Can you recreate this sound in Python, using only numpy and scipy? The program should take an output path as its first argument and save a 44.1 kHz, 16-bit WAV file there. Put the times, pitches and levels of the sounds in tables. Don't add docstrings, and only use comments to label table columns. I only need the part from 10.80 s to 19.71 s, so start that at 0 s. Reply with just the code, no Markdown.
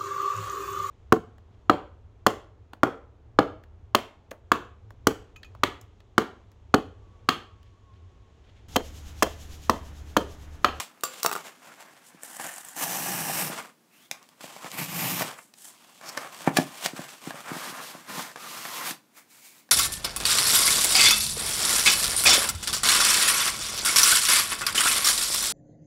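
import sys
import numpy as np
from scipy import signal
from scipy.fft import rfft, irfft
from scipy.io import wavfile

SR = 44100
rng = np.random.default_rng(int(sys.argv[2]) if len(sys.argv) > 2 else 0)


def log_audio(samples):
    frames = np.atleast_2d(samples).T
    limited = np.clip(frames, -1, 1)
    pcm = np.round(limited * 32767).astype(np.int16)
    wavfile.write(sys.argv[1], SR, pcm)


N = 392931
TIME = np.arange(N) / SR

# frequency in Hz, relative level in dB.
AIR_COLOUR = [(50, -32), (110, -10), (250, 0), (450, -11), (1000, -12), (2500, -19), (9000, -23),
              (15500, -25)]
AIR_DB = -64

# start in seconds, length in seconds,
# rasp level at mid-stroke in dB, swell over the stroke in dB, hiss in dB over the rasp.
RUB_STROKES = [(0.0, 0.013, -36, -12.5, 5), (0.03, 0.17, -62, 5, -7), (0.26, 0.27, -50, -3, 2),
               (0.47, 0.13, -50, 8, -2), (0.635, 0.033, -47, 8.5, -1.5), (0.70, 0.14, -59, -3, -3),
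               (0.83, 0.057, -49.5, 2.5, -5.5), (0.92, 0.96, -59.5, -10, -4), (1.01, 0.012, -54, -3, 1),
               (2.73, 0.064, -35.5, 0.5, -4.5), (2.85, 0.0089, -46, -1.5, -5.5),
               (3.33, 0.2, -61.5, -4, -2.5), (3.615, 0.17, -51.5, -0.5, 2),
               (3.835, 0.037, -42.5, 0.5, -2.5), (3.91, 0.24, -50, 2, 3.5), (4.38, 0.13, -38, -3, -2.5),
               (4.59, 0.012, -51.5, -8, -26), (5.235, 0.16, -44.5, 1.5, -6.5), (5.39, 0.071, -44, -0.5, -4),
               (5.53, 0.091, -45.5, 0, -0.5), (5.635, 0.041, -40, 8, -5.5), (5.762, 0.012, -38.5, 3, -1),
               (5.78, 0.063, -45, -5, 3), (5.87, 0.17, -48.5, 6, 2.5), (6.035, 0.011, -39.5, 4, 6.5),
               (6.168, 0.075, -42, -2, -2), (6.29, 0.17, -55.5, -12, 3), (6.44, 0.055, -43.5, 2.5, -2.5),
               (6.56, 0.053, -44, 2, -4), (6.66, 0.03, -42, 6, -5.5)]
GRIP_STROKES = [(4.85, 3.25, -61, 0, 3)]
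PICK_STROKES = [(1.255, 0.017, -71, 1, 15.5), (1.435, 0.14, -50, 2, 1.5), (1.605, 0.084, -39.5, -1.5, -2),
                (1.71, 0.096, -50, 2.5, 0.5), (1.86, 0.085, -52.5, -3, 1)]
CREEP_STROKES = [(3.135, 0.125, -62.5, 2.5, 3.5)]
STRIP_STROKES = [(4.58, 0.06, -67, -3, 12), (4.775, 0.11, -62, 7, 10)]
SKID_STROKES = [(5.255, 0.013, -59, 6, 10), (5.281, 0.011, -48.5, 7, 9)]
SLIDE_STROKES = [(6.69, 0.0095, -40, 0, -11), (6.73, 0.17, -39, 1.5, -1), (6.945, 0.046, -41, 0, -3.5),
                 (7.02, 0.093, -45, -0.5, 4), (7.13, 0.08, -49, 0, -4), (7.295, 0.1, -38, 7, -1.5),
                 (7.42, 0.09, -44.5, -11.5, 0.5)]
DRAW_STROKES = [(7.603, 0.15, -43, 5.5, 0.5), (7.772, 0.29, -39.5, 4, 0.5), (8.073, 0.03, -34, 0, 2)]
RUSTLE_STROKES = [(8.372, 0.01, -52, 1.5, 2.5), (8.51, 0.29, -63, -0.5, 8.5), (8.65, 0.026, -60.5, -1, 11)]

# frequency in Hz, relative level in dB.
RUB_COLOUR = [(41, -54), (70, -28.5), (161, -5), (446, -8), (655, -4), (899, -4), (1100, -5), (2320, -6.5),
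              (3410, -9.5), (3910, -13), (5870, -14), (13500, -20.5), (15500, -23)]
PICK_COLOUR = [(70, -28), (160, -18), (280, -12), (430, -21), (720, 0), (1250, -6.5), (1750, -1),
               (2400, -10), (3000, -3), (4300, -7.5), (6300, -2.5), (7700, 1.5), (9700, -3), (15500, -16.5)]
TEAR_COLOUR = [(41, -37), (70, -24), (100, -4.5), (165, 4.5), (232, -3.5), (278, -0.5), (446, -17),
               (768, -10), (1320, -17), (2600, -14), (3330, -19), (14200, -14.5), (15500, -21)]
PAPER_COLOUR = [(150, -20), (500, -12), (1100, -8), (2250, -7), (3000, -10.5), (7500, -10.5), (10000, -12),
                (15500, -12)]
SLIDE_COLOUR = [(41, -102), (70, -23.5), (161, -4), (436, -9.5), (800, -6), (1100, -5), (1810, -7),
                (2070, -7.5), (2490, -11.5), (3730, -14), (9640, -19), (13800, -18.5), (15500, -24)]
# frequency in Hz, relative level in dB.
CLICK_COLOUR = [(1000, -47), (2800, -6), (4200, -6.5), (7600, -4.5), (9700, -7), (12000, -8.5),
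                (15500, -2.5)]
CRACK_COLOUR = [(1000, -31), (2400, 5), (3300, 3.5), (6000, 1.5), (7600, 0), (9500, -4.5), (12000, -8),
                (15500, -9.5)]

# frequency in Hz, width in Hz, level in dB over the direct sound.
RUB_RESONANCES = [(292, 50, -31), (746, 88, -13.5), (1090, 94, -7.5), (7430, 1400, -14.5)]
TEAR_RESONANCES = [(159, 84, 7.5), (267, 30, -4), (1150, 69, -2.5), (14600, 850, -15)]
SKID_RESONANCES = [(4730, 440, 5), (5470, 500, 13), (6400, 600, 6)]
SLIDE_RESONANCES = [(180, 170, -20), (1050, 120, -3), (1390, 170, -25), (1640, 200, -12)]
PAPER_RESONANCES = [(2250, 260, 0), (7300, 1500, -10)]
# first frequency in Hz, last frequency in Hz, width in Hz, level in dB over the direct sound.
STRIP_RESONANCES = [
    [(820, 830, 100, -7.5), (1710, 1700, 150, 2), (3040, 2700, 390, -2), (6200, 5300, 490, 1.5),
     (7300, 8600, 1400, -4.5)],
    [(1180, 1030, 85, -11), (2270, 3200, 1300, 3), (4300, 5600, 900, -2), (8160, 6100, 600, -5),
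     (12200, 14000, 2100, -4.5)],
]
SLEEVE_RESONANCES = [(1160, 1090, 110, 5.5), (1200, 1500, 170, -2.5), (2040, 2030, 180, -10)]
SLEEVE_WANDER_OCTAVES = .05
# time in seconds, frequency in Hz.
POCKET_PITCH = [(0.3, 1260), (0.6, 960), (0.67, 1750), (0.85, 1370), (1.15, 1670), (2.73, 1370),
                (2.87, 1150), (3.7, 1150), (3.85, 1100), (4.4, 1150), (4.5, 1450), (4.6, 1200),
                (5.28, 1100), (5.46, 1200), (5.58, 1100), (5.66, 1440), (5.8, 940), (6.1, 1350),
                (6.22, 1560), (6.47, 1100), (6.6, 1300), (6.69, 1380)]
POCKET_WIDTH_HZ, POCKET_DB = 290, -5
SQUEAK_HZ, SQUEAK_WIDTH_HZ, SQUEAK_DB, SQUEAK_WANDER_OCTAVES = 7900, 610, -5.5, .1
CREEP_FIRST_HZ, CREEP_LAST_HZ, CREEP_WIDTH_HZ, CREEP_RING_DB = 2550, 3500, 300, 10

# time in seconds, knock level in dB,
# metal click in dB over the knock, contact time in ms.
KNIFE_TOUCHES = [(0.209, -67, 14, 1), (0.235, -29, 3, 4), (0.248, -42.5, 7, 6.6),
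                 (0.4307, -37.5, 11.5, 1.3), (0.44, -55, 24, 11), (0.4478, -23, -20, 1.8),
                 (0.4615, -21.5, 0.5, 1.2), (0.4945, -35, -8, 1.2), (0.5141, -30, -7.5, 1.2),
                 (0.524, -37.5, -3, 2.6), (0.529, -32, -3, 0.85), (0.534, -49, 11, 3.3),
                 (0.552, -32.5, -7.5, 3.4), (0.5622, -31.5, -11, 1.4)]
DESK_THUD_DB = -9.5
# time in seconds, level in dB.
TWANGS = [(0.236, -29.5)]
# time in seconds, flex level in dB, knock in dB over the flex.
THUMPS = [(1.346, -50, -18), (2.699, -35, -3), (3.641, -46.5, 0), (3.845, -42.5, -8), (5.6749, -16.5, -2.5),
          (5.7857, -16.5, -6), (5.797, -28, -1), (6.134, -36.5, -24), (6.192, -33.5, -5), (6.473, -32, -20),
          (6.543, -47, 3), (6.716, -30.5, -26), (6.765, -37.5, -7), (6.925, -45, -10), (7.15, -44, -6),
          (7.379, -38, -17), (8.11, -40, -9)]
THUMP_CRACK_DB, THUMP_CONTACT_MS = -39, 2.24
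# time in seconds, knock level in dB, crack in dB over the knock,
# crumple time in ms.
SNAPS = [(1.597, -36, -9, 3), (1.654, -42, -10, 3), (2.008, -54, -11, 0.45), (3.3125, -37, 7.5, 1.3),
         (3.428, -62.5, 6, 0.7), (3.489, -61.5, 5.5, 1.4), (3.607, -48, -1, 6), (3.641, -44.5, -3, 4),
         (3.763, -42.5, -15, 3.8), (3.844, -41, -10, 2), (3.861, -43, -10, 2), (3.916, -53, 13, 1.0),
         (4.409, -28.5, -9, 4.5), (4.419, -29, -5, 7.1), (4.738, -60, 8, 1.8), (5.212, -48, -5, 2.2),
         (5.545, -57, 10, 2), (5.606, -44, -4, 3), (5.371, -39, -3, 3), (5.3745, -28.5, -5.5, 2),
         (5.764, -34, -4, 4), (5.7685, -18, -2, 5.8), (6.009, -50, 4, 3), (6.037, -41, 3, 7),
         (6.054, -36, 1, 5), (6.0595, -26, 1, 4), (6.507, -35, -9.5, 1.06), (7.515, -50, -2, 3),
         (7.558, -38, -9, 5), (7.572, -45, -6, 9), (7.852, -37, -6, 1.5), (8.107, -38, 2, 6),
         (8.89, -54.5, -7, 2.1)]
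SNAP_FLEX_DB = -13
# time in seconds, tick level in dB, knock in dB over the tick.
FLICKS = [(1.4332, -40.5, -6.5), (1.567, -42.5, -6.5), (1.666, -41, -4), (1.739, -45, -6),
          (1.761, -45, -14), (1.781, -43, -14), (1.848, -44.5, -10), (1.885, -44.5, -11), (1.964, -42, -7)]
# time in seconds, level in dB.
RIBS = [(2.065, -39), (2.11, -38), (2.157, -38), (2.262, -39), (2.283, -39), (2.305, -35), (2.408, -52),
        (2.497, -32), (2.565, -43), (4.16, -57)]

# frequency in Hz, relative strength in dB, 60 dB decay time in seconds.
DESK_THUD_MODES = [(167, 0, 0.026), (313, -13, 0.017), (425, 10, 0.022)]
DESK_TOP_MODES = [(486, -16, 0.082), (690, -3.5, 0.053), (870, 4, 0.017), (1100, -7, 0.022),
                  (1170, 10, 0.021), (1360, 2.5, 0.033), (1840, -5, 0.028), (2570, 0, 0.021)]
BLADE_MODES = [(2700, -10, .02), (3900, -4, .016), (4650, -5, .018), (5600, -3, .015), (7350, 0, .028),
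               (8100, -1, .025), (11200, -3, .012), (12900, -2, .014)]
TWANG_MODES = [(536, -9, 0.44), (1190, 3, 0.22), (1440, -5, 0.25), (2670, -13, .1), (4740, -2, .1),
               (7200, 3, 0.2)]
FLEX_MODES = [(135, -1.5, 0.037), (163.8, 17, 0.042), (215, 0.5, 0.023), (259, 8.5, 0.053),
              (284, -2, 0.052), (353, -10.5, 0.025)]
PANEL_MODES = [(590, 5, 0.014), (732, -3.5, 0.023), (810, 9, 0.0085), (1100, 0, 0.032), (1515, 8, 0.0081),
               (1734, 5, 0.024), (2240, 2, 0.025)]
CREASE_MODES = [(2500, -9, 0.014), (3210, -15, 0.0071), (3790, -25, 0.0066), (4680, 43, 0.013),
                (6330, 20, 0.0051), (7580, -16, 0.0033)]
FLICK_MODES = [(7270, 4, 0.011), (7900, 0, .018), (8650, -7, 0.014), (13800, 2, .01)]
RIB_MODES = [(696, -3, 0.037), (790, 7, 0.029), (960, -18, 0.01)]
DETUNE_OCTAVES = .04

# time in seconds, level in dB.
PULLS = [
    [(1.96, -42), (1.98, -38.5), (2.03, -30), (2.062, -36.5), (2.085, -34.5), (2.54, -34), (2.608, -30),
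     (2.68, -36), (2.71, -45), (2.76, -68)],
    [(3.93, -41), (3.966, -45.5), (3.985, -34), (4.046, -36.5), (4.066, -45.5), (4.14, -37.5), (4.2, -32),
     (4.25, -31.5), (4.35, -33.5), (4.39, -34), (4.42, -33), (4.46, -55)],
]
# time in seconds,
# level in dB relative to the pull.
PULL_FLEX = [
    [(1.96, -39), (2.06, -18), (2.25, -11), (2.7, -10.5)],
    [(3.93, -10), (4.02, -5.5), (4.15, -7.5), (4.26, -4.5), (4.42, -5)],
]
PULL_HISS_DB = [1, 0.5]
FULL_PULL_DB, TEAR_RASP_DB = -19, -3
RASP_FOLLOWS, FLEX_FOLLOWS = 0.94, 0.84
BUNDLES_PER_S, BUNDLE_SPREAD_DB, BUNDLE_DB, BUNDLE_TOP_HZ = 130, 1.2, -6, 9000

FLEX_TOP_HZ, RASP_TOP_HZ = 450, 2500
SHEEN_HZ = 11100
HISS_WAVER_SHARE = .45

# frequency in Hz, 60 dB decay time in seconds.
ROOM_T60 = [(150, 0.25), (1000, 0.22), (4000, 0.21), (14000, 0.16)]
CUTOFF_HZ = 15600


def from_db(db):
    return 10 ** (np.asarray(db) / 20)


def rms_one(x):
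    return x / np.sqrt(np.mean(x ** 2) + 1e-20)


def at_hz(points, hz):
    at, value = np.transpose(points)
    return np.interp(np.log(np.maximum(hz, 1)), np.log(at), value)


def in_time(curve):
    return np.interp(TIME, *np.transpose(curve))


def cut(x, hz, kind, order=3):
    return signal.sosfilt(signal.butter(order, hz, kind, fs=SR, output="sos"), x)


def coloured(x, spectrum):
    size = 4096
    log_gain = np.log(from_db(at_hz(spectrum, np.fft.rfftfreq(size, 1 / SR))))
    cepstrum = irfft(log_gain)
    cepstrum[1:size // 2] *= 2
    cepstrum[size // 2 + 1:] = 0
    return signal.oaconvolve(x, irfft(np.exp(rfft(cepstrum))))[:len(x)]


def drift(rate):
    knots = rng.standard_normal(N // 10)
    return rms_one(np.interp(TIME * rate, np.arange(len(knots)), knots))


def resonate(x, hz, width):
    r = np.exp(-np.pi * width / SR)
    poles = [1, -2 * r * np.cos(2 * np.pi * hz / SR), r * r]
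    return signal.lfilter(np.array([1, 0, -1]) * (1 - r * r) / 2, poles, x)


def gliding(x, hz, width, size=512):
    out, state, r = np.zeros(N), np.zeros(2), np.exp(-np.pi * width / SR)
    zeros = np.array([1, 0, -1]) * (1 - r * r) / 2
    for i in range(0, N, size):
        poles = [1, -2 * r * np.cos(2 * np.pi * hz[i] / SR), r * r]
        out[i:i + size], state = signal.lfilter(zeros, poles, x[i:i + size], zi=state)
    return out


def swept(force, span, resonances, bend=1):
    rings = 0
    for first_hz, last_hz, width, db in resonances:
        hz = bend * np.interp(TIME, span, [first_hz, last_hz])
        rings = rings + from_db(db) * gliding(force, hz, width)
    return force + rings


def clicks(per_s, spread_db):
    born = np.flatnonzero(rng.random(N) < per_s / SR)
    size_db = spread_db * np.minimum(rng.exponential(1, N)[born], 5)
    signs = rng.choice([-1, 1], N)[born]
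    return rms_one(np.bincount(born, from_db(size_db) * signs, N))


def fibres(per_s, spread_db, smooth_db, catch_db, catch_rate):
    smooth = from_db(smooth_db) * rng.standard_normal(N)
    return (clicks(per_s, spread_db) + smooth) * from_db(catch_db * drift(catch_rate))


def stroke_gains(strokes, attack_db_per_s, release_db_per_s, flex_db):
    t, power = TIME[::40], 0
    for s, length, db, swell_db, hiss_db in strokes:
        age = t - s
        held_db = db + swell_db * (np.clip(age / length, 0, 1) - .5)
        attack_db = attack_db_per_s * np.clip(-age, 0, 1)
        release_db = release_db_per_s * np.clip(age - length, 0, 1)
        gains = np.outer(from_db([flex_db, 0, hiss_db]), from_db(held_db - attack_db - release_db))
        power = power + gains ** 2
    return np.array([np.interp(TIME, t, gain) for gain in np.sqrt(power)])


def scrape(force, gains, colour, resonances, waver_db, sheen_slope, even_db):
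    rings = sum(from_db(db) * resonate(force, hz, width) for hz, width, db in resonances)
    sound = coloured(force + rings, colour)
    flex = rms_one(cut(sound, FLEX_TOP_HZ, "low"))
    rasp = rms_one(cut(sound, [FLEX_TOP_HZ, RASP_TOP_HZ], "band"))
    hiss = rms_one(cut(sound, RASP_TOP_HZ, "high"))
    sheen = np.clip((gains[2] / from_db(even_db) + 1e-9) ** sheen_slope, .5, 2)
    hiss = cut(hiss, SHEEN_HZ, "low") + sheen * cut(hiss, SHEEN_HZ, "high")
    parts = zip(gains, (flex, rasp, hiss), (1, 1, HISS_WAVER_SHARE))
    return sum(gain * part * from_db(share * waver_db * drift(40)) for gain, part, share in parts)


def struck(modes, t, scatter_db):
    hz, db, t60 = np.transpose(modes)[:, :, None]
    strength = from_db(db + scatter_db * rng.standard_normal(db.shape))
    hz = hz * 2 ** (DETUNE_OCTAVES * rng.standard_normal(hz.shape))
    decay = np.exp(-np.log(1000) * t / t60)
    return np.sum(strength * decay * np.cos(2 * np.pi * hz * t), axis=0)


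def blow(x, db):
    return from_db(db) * x / np.sqrt(np.sum(x ** 2) / (.01 * SR))


def blows(events, low_modes, mid_modes, high_modes, crack_colour, crumple_share, ring_db, grit_db, tail_db, tail_s):
    out, t = np.zeros(N + SR), np.arange(SR // 5) / SR
    for s, low_db, knock_db, crack_db, contact_ms in events:
        grit = rng.standard_normal(len(t)) * from_db(grit_db * rng.standard_normal(len(t)))
        age = t * 2000 / max(contact_ms, .3)
        burst = grit * (age * np.exp(1 - age) + from_db(tail_db) * np.exp(-t / tail_s))
        burst = burst / np.linalg.norm(burst)
        jolt = crumple_share * burst + (np.arange(len(t)) == np.argmax(age > 1 / 2))
        low = struck(low_modes, t, scatter_db=2.0)
        low = cut(cut(low, 423, "low", order=2), 188, "high", order=2)
        knock = signal.fftconvolve(jolt, struck(mid_modes, t, scatter_db=3))[:len(t)]
        soft_hz = np.clip(2800 * from_db(0.61 * (crack_db - knock_db)), 800, 3500)
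        knock = cut(cut(knock, soft_hz, "low", order=2), 387, "high", order=2)
        ring = signal.fftconvolve(burst, struck(high_modes, t, scatter_db=3))[:len(t)]
        ring = cut(ring, RASP_TOP_HZ, "high", order=2)
        crack = blow(coloured(burst, crack_colour), crack_db) + blow(ring, crack_db + ring_db)
        start = int(s * SR)
        out[start:start + len(t)] += blow(low, low_db) + blow(knock, knock_db) + crack
    return out[:N]


def ringing(events, modes, scatter_db):
    out, t = np.zeros(N), np.arange(SR // 3) / SR
    for s, db in events:
        start = int(s * SR)
        ring = struck(modes, t, scatter_db) * np.clip(t * 1000, 0, 1)
        out[start:start + len(t)] += blow(ring, db)
    return out


def room_tone():
    return from_db(AIR_DB) * rms_one(coloured(rng.standard_normal(N), AIR_COLOUR))


def rubbing():
    force = fibres(per_s=1600, spread_db=3, smooth_db=0, catch_db=1.3, catch_rate=150)
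    squeak_hz = SQUEAK_HZ * 2 ** (SQUEAK_WANDER_OCTAVES * drift(5))
    force = force + from_db(SQUEAK_DB) * gliding(force, squeak_hz, SQUEAK_WIDTH_HZ)
    force = force + from_db(POCKET_DB) * gliding(force, in_time(POCKET_PITCH), POCKET_WIDTH_HZ)
    gains = stroke_gains(RUB_STROKES + GRIP_STROKES, attack_db_per_s=472.0, release_db_per_s=292.0, flex_db=-12.5)
    return scrape(force, gains, RUB_COLOUR, RUB_RESONANCES, waver_db=2, sheen_slope=0.024, even_db=-34)


def knife_clatter():
    events = [(s, db + DESK_THUD_DB, db, db + click_db, ms) for s, db, click_db, ms in KNIFE_TOUCHES]
    return blows(events, DESK_THUD_MODES, DESK_TOP_MODES, BLADE_MODES, CLICK_COLOUR,
                 crumple_share=0.041, ring_db=-6.5, grit_db=6.0, tail_db=-48, tail_s=0.0072)


def knife_twang():
    return ringing(TWANGS, TWANG_MODES, scatter_db=0.0)


def edge_fibres():
    return fibres(per_s=2000, spread_db=2, smooth_db=0, catch_db=2.2, catch_rate=220)


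def picking():
    gains = stroke_gains(PICK_STROKES + STRIP_STROKES, attack_db_per_s=594, release_db_per_s=251, flex_db=-13.0)
    return scrape(edge_fibres(), gains, PICK_COLOUR, [], waver_db=1.1, sheen_slope=0.2, even_db=-78)


def board_blows():
    events = [(s, db + SNAP_FLEX_DB, db, db + crack_db, ms) for s, db, crack_db, ms in SNAPS]
    events += [(s, db, db + knock_db, db + THUMP_CRACK_DB, THUMP_CONTACT_MS) for s, db, knock_db in THUMPS]
    return blows(events, FLEX_MODES, PANEL_MODES, CREASE_MODES, CRACK_COLOUR,
                 crumple_share=1.0, ring_db=-19, grit_db=5.5, tail_db=-19.5, tail_s=0.015)


def flicks():
    events = [(s, db + knock_db + SNAP_FLEX_DB, db + knock_db, db - 6, 1.5) for s, db, knock_db in FLICKS]
    return blows(events, FLEX_MODES, PANEL_MODES, FLICK_MODES, PICK_COLOUR,
                 crumple_share=1.0, ring_db=5, grit_db=-1.5, tail_db=-27, tail_s=.01)


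def bundles():
    crackle = clicks(BUNDLES_PER_S, BUNDLE_SPREAD_DB) ** 2
    power = signal.lfilter([1], [1, -np.exp(-1000 / SR)], crackle + 1e-18)
    noise = np.sqrt(power) * rng.standard_normal(N)
    return from_db(BUNDLE_DB) * rms_one(cut(noise, BUNDLE_TOP_HZ, "low", order=1))


def pull_gains(pull, flex, hiss_db, fade_s):
    effort_db = in_time(pull) - FULL_PULL_DB
    first_s, last_s = pull[0][0], pull[-1][0]
    gate = np.clip(.5 + np.minimum(TIME - first_s, last_s - TIME) / fade_s, 0, 1)
    flex_db = in_time(flex) + FLEX_FOLLOWS * effort_db
    rasp_db = TEAR_RASP_DB + RASP_FOLLOWS * effort_db
    return gate * from_db(FULL_PULL_DB) * from_db([flex_db, rasp_db, hiss_db + effort_db])


def tearing():
    out = 0
    ripping = fibres(per_s=2200, spread_db=2.3, smooth_db=3, catch_db=1.1, catch_rate=260) + bundles()
    for pull, resonances, flex, hiss_db in zip(PULLS, STRIP_RESONANCES, PULL_FLEX, PULL_HISS_DB):
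        force = swept(ripping, [pull[0][0], pull[-1][0]], resonances)
        gains = pull_gains(pull, flex, hiss_db, fade_s=0.025)
        out = out + scrape(force, gains, TEAR_COLOUR, TEAR_RESONANCES, waver_db=.8, sheen_slope=0.13, even_db=-44)
    return out


def rib_taps():
    return ringing(RIBS, RIB_MODES, scatter_db=3)


def sliding_fibres():
    return fibres(per_s=4400, spread_db=0.5, smooth_db=-1.0, catch_db=0.5, catch_rate=250)


def creeping():
    s, length = CREEP_STROKES[0][:2]
    resonance = (CREEP_FIRST_HZ, CREEP_LAST_HZ, CREEP_WIDTH_HZ, CREEP_RING_DB)
    force = swept(sliding_fibres(), [s, s + length], [resonance])
    gains = stroke_gains(CREEP_STROKES, attack_db_per_s=453, release_db_per_s=450, flex_db=-15)
    return scrape(force, gains, PAPER_COLOUR, [], waver_db=-0.5, sheen_slope=0.05, even_db=-51)


def skidding():
    gains = stroke_gains(SKID_STROKES, attack_db_per_s=500, release_db_per_s=1000, flex_db=-8)
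    return scrape(edge_fibres(), gains, PAPER_COLOUR, SKID_RESONANCES, waver_db=2, sheen_slope=0.05, even_db=-40)


def sliding():
    gains = stroke_gains(SLIDE_STROKES, attack_db_per_s=376, release_db_per_s=353, flex_db=-12.0)
    return scrape(sliding_fibres(), gains, SLIDE_COLOUR, SLIDE_RESONANCES,
                  waver_db=1.9, sheen_slope=0.11, even_db=-12)


def drawing():
    bend = 2 ** (SLEEVE_WANDER_OCTAVES * drift(16))
    span = [DRAW_STROKES[0][0], DRAW_STROKES[-1][0]]
    force = swept(sliding_fibres(), span, SLEEVE_RESONANCES, bend)
    gains = stroke_gains(DRAW_STROKES, attack_db_per_s=398, release_db_per_s=396, flex_db=-16.0)
    return scrape(force, gains, SLIDE_COLOUR, [], waver_db=2, sheen_slope=0.35, even_db=-38)


def rustling():
    gains = stroke_gains(RUSTLE_STROKES, attack_db_per_s=499, release_db_per_s=300, flex_db=-28)
    return scrape(sliding_fibres(), gains, PAPER_COLOUR, PAPER_RESONANCES,
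                  waver_db=1.0, sheen_slope=0.05, even_db=-49)


def room_echoes(x, first_echo_s=0.0034):
    t = np.arange(SR // 2) / SR
    white, edges = rng.standard_normal(len(t)), np.geomspace(70, 18000, 9)
    tail = 0
    for low, high in zip(edges, edges[1:]):
        t60 = at_hz(ROOM_T60, np.sqrt(low * high))
        tail = tail + cut(white * np.exp(-np.log(1000) * t / t60), [low, high], "band")
    tail = tail * np.clip(t / first_echo_s - 1, 0, 1)
    return signal.fftconvolve(x, tail / np.linalg.norm(tail))[:N]


def scene():
    strokes = rubbing() + picking() + creeping() + skidding() + sliding() + drawing() + rustling()
    scraping = strokes + tearing() + rib_taps() + knife_twang()
    knife = knife_clatter()
    board = board_blows() + flicks()
    echoes = room_echoes(from_db(-13.0) * scraping + from_db(-12.0) * knife + from_db(-12.5) * board)
    return (scraping + knife + board + echoes + room_tone())[None]


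def record(dry):
    thin = cut(dry, 98.0, "high", order=2)
    return signal.sosfilt(signal.ellip(12, .1, 90, CUTOFF_HZ, fs=SR, output="sos"), thin)


dry = scene()
out = record(dry)
log_audio(out)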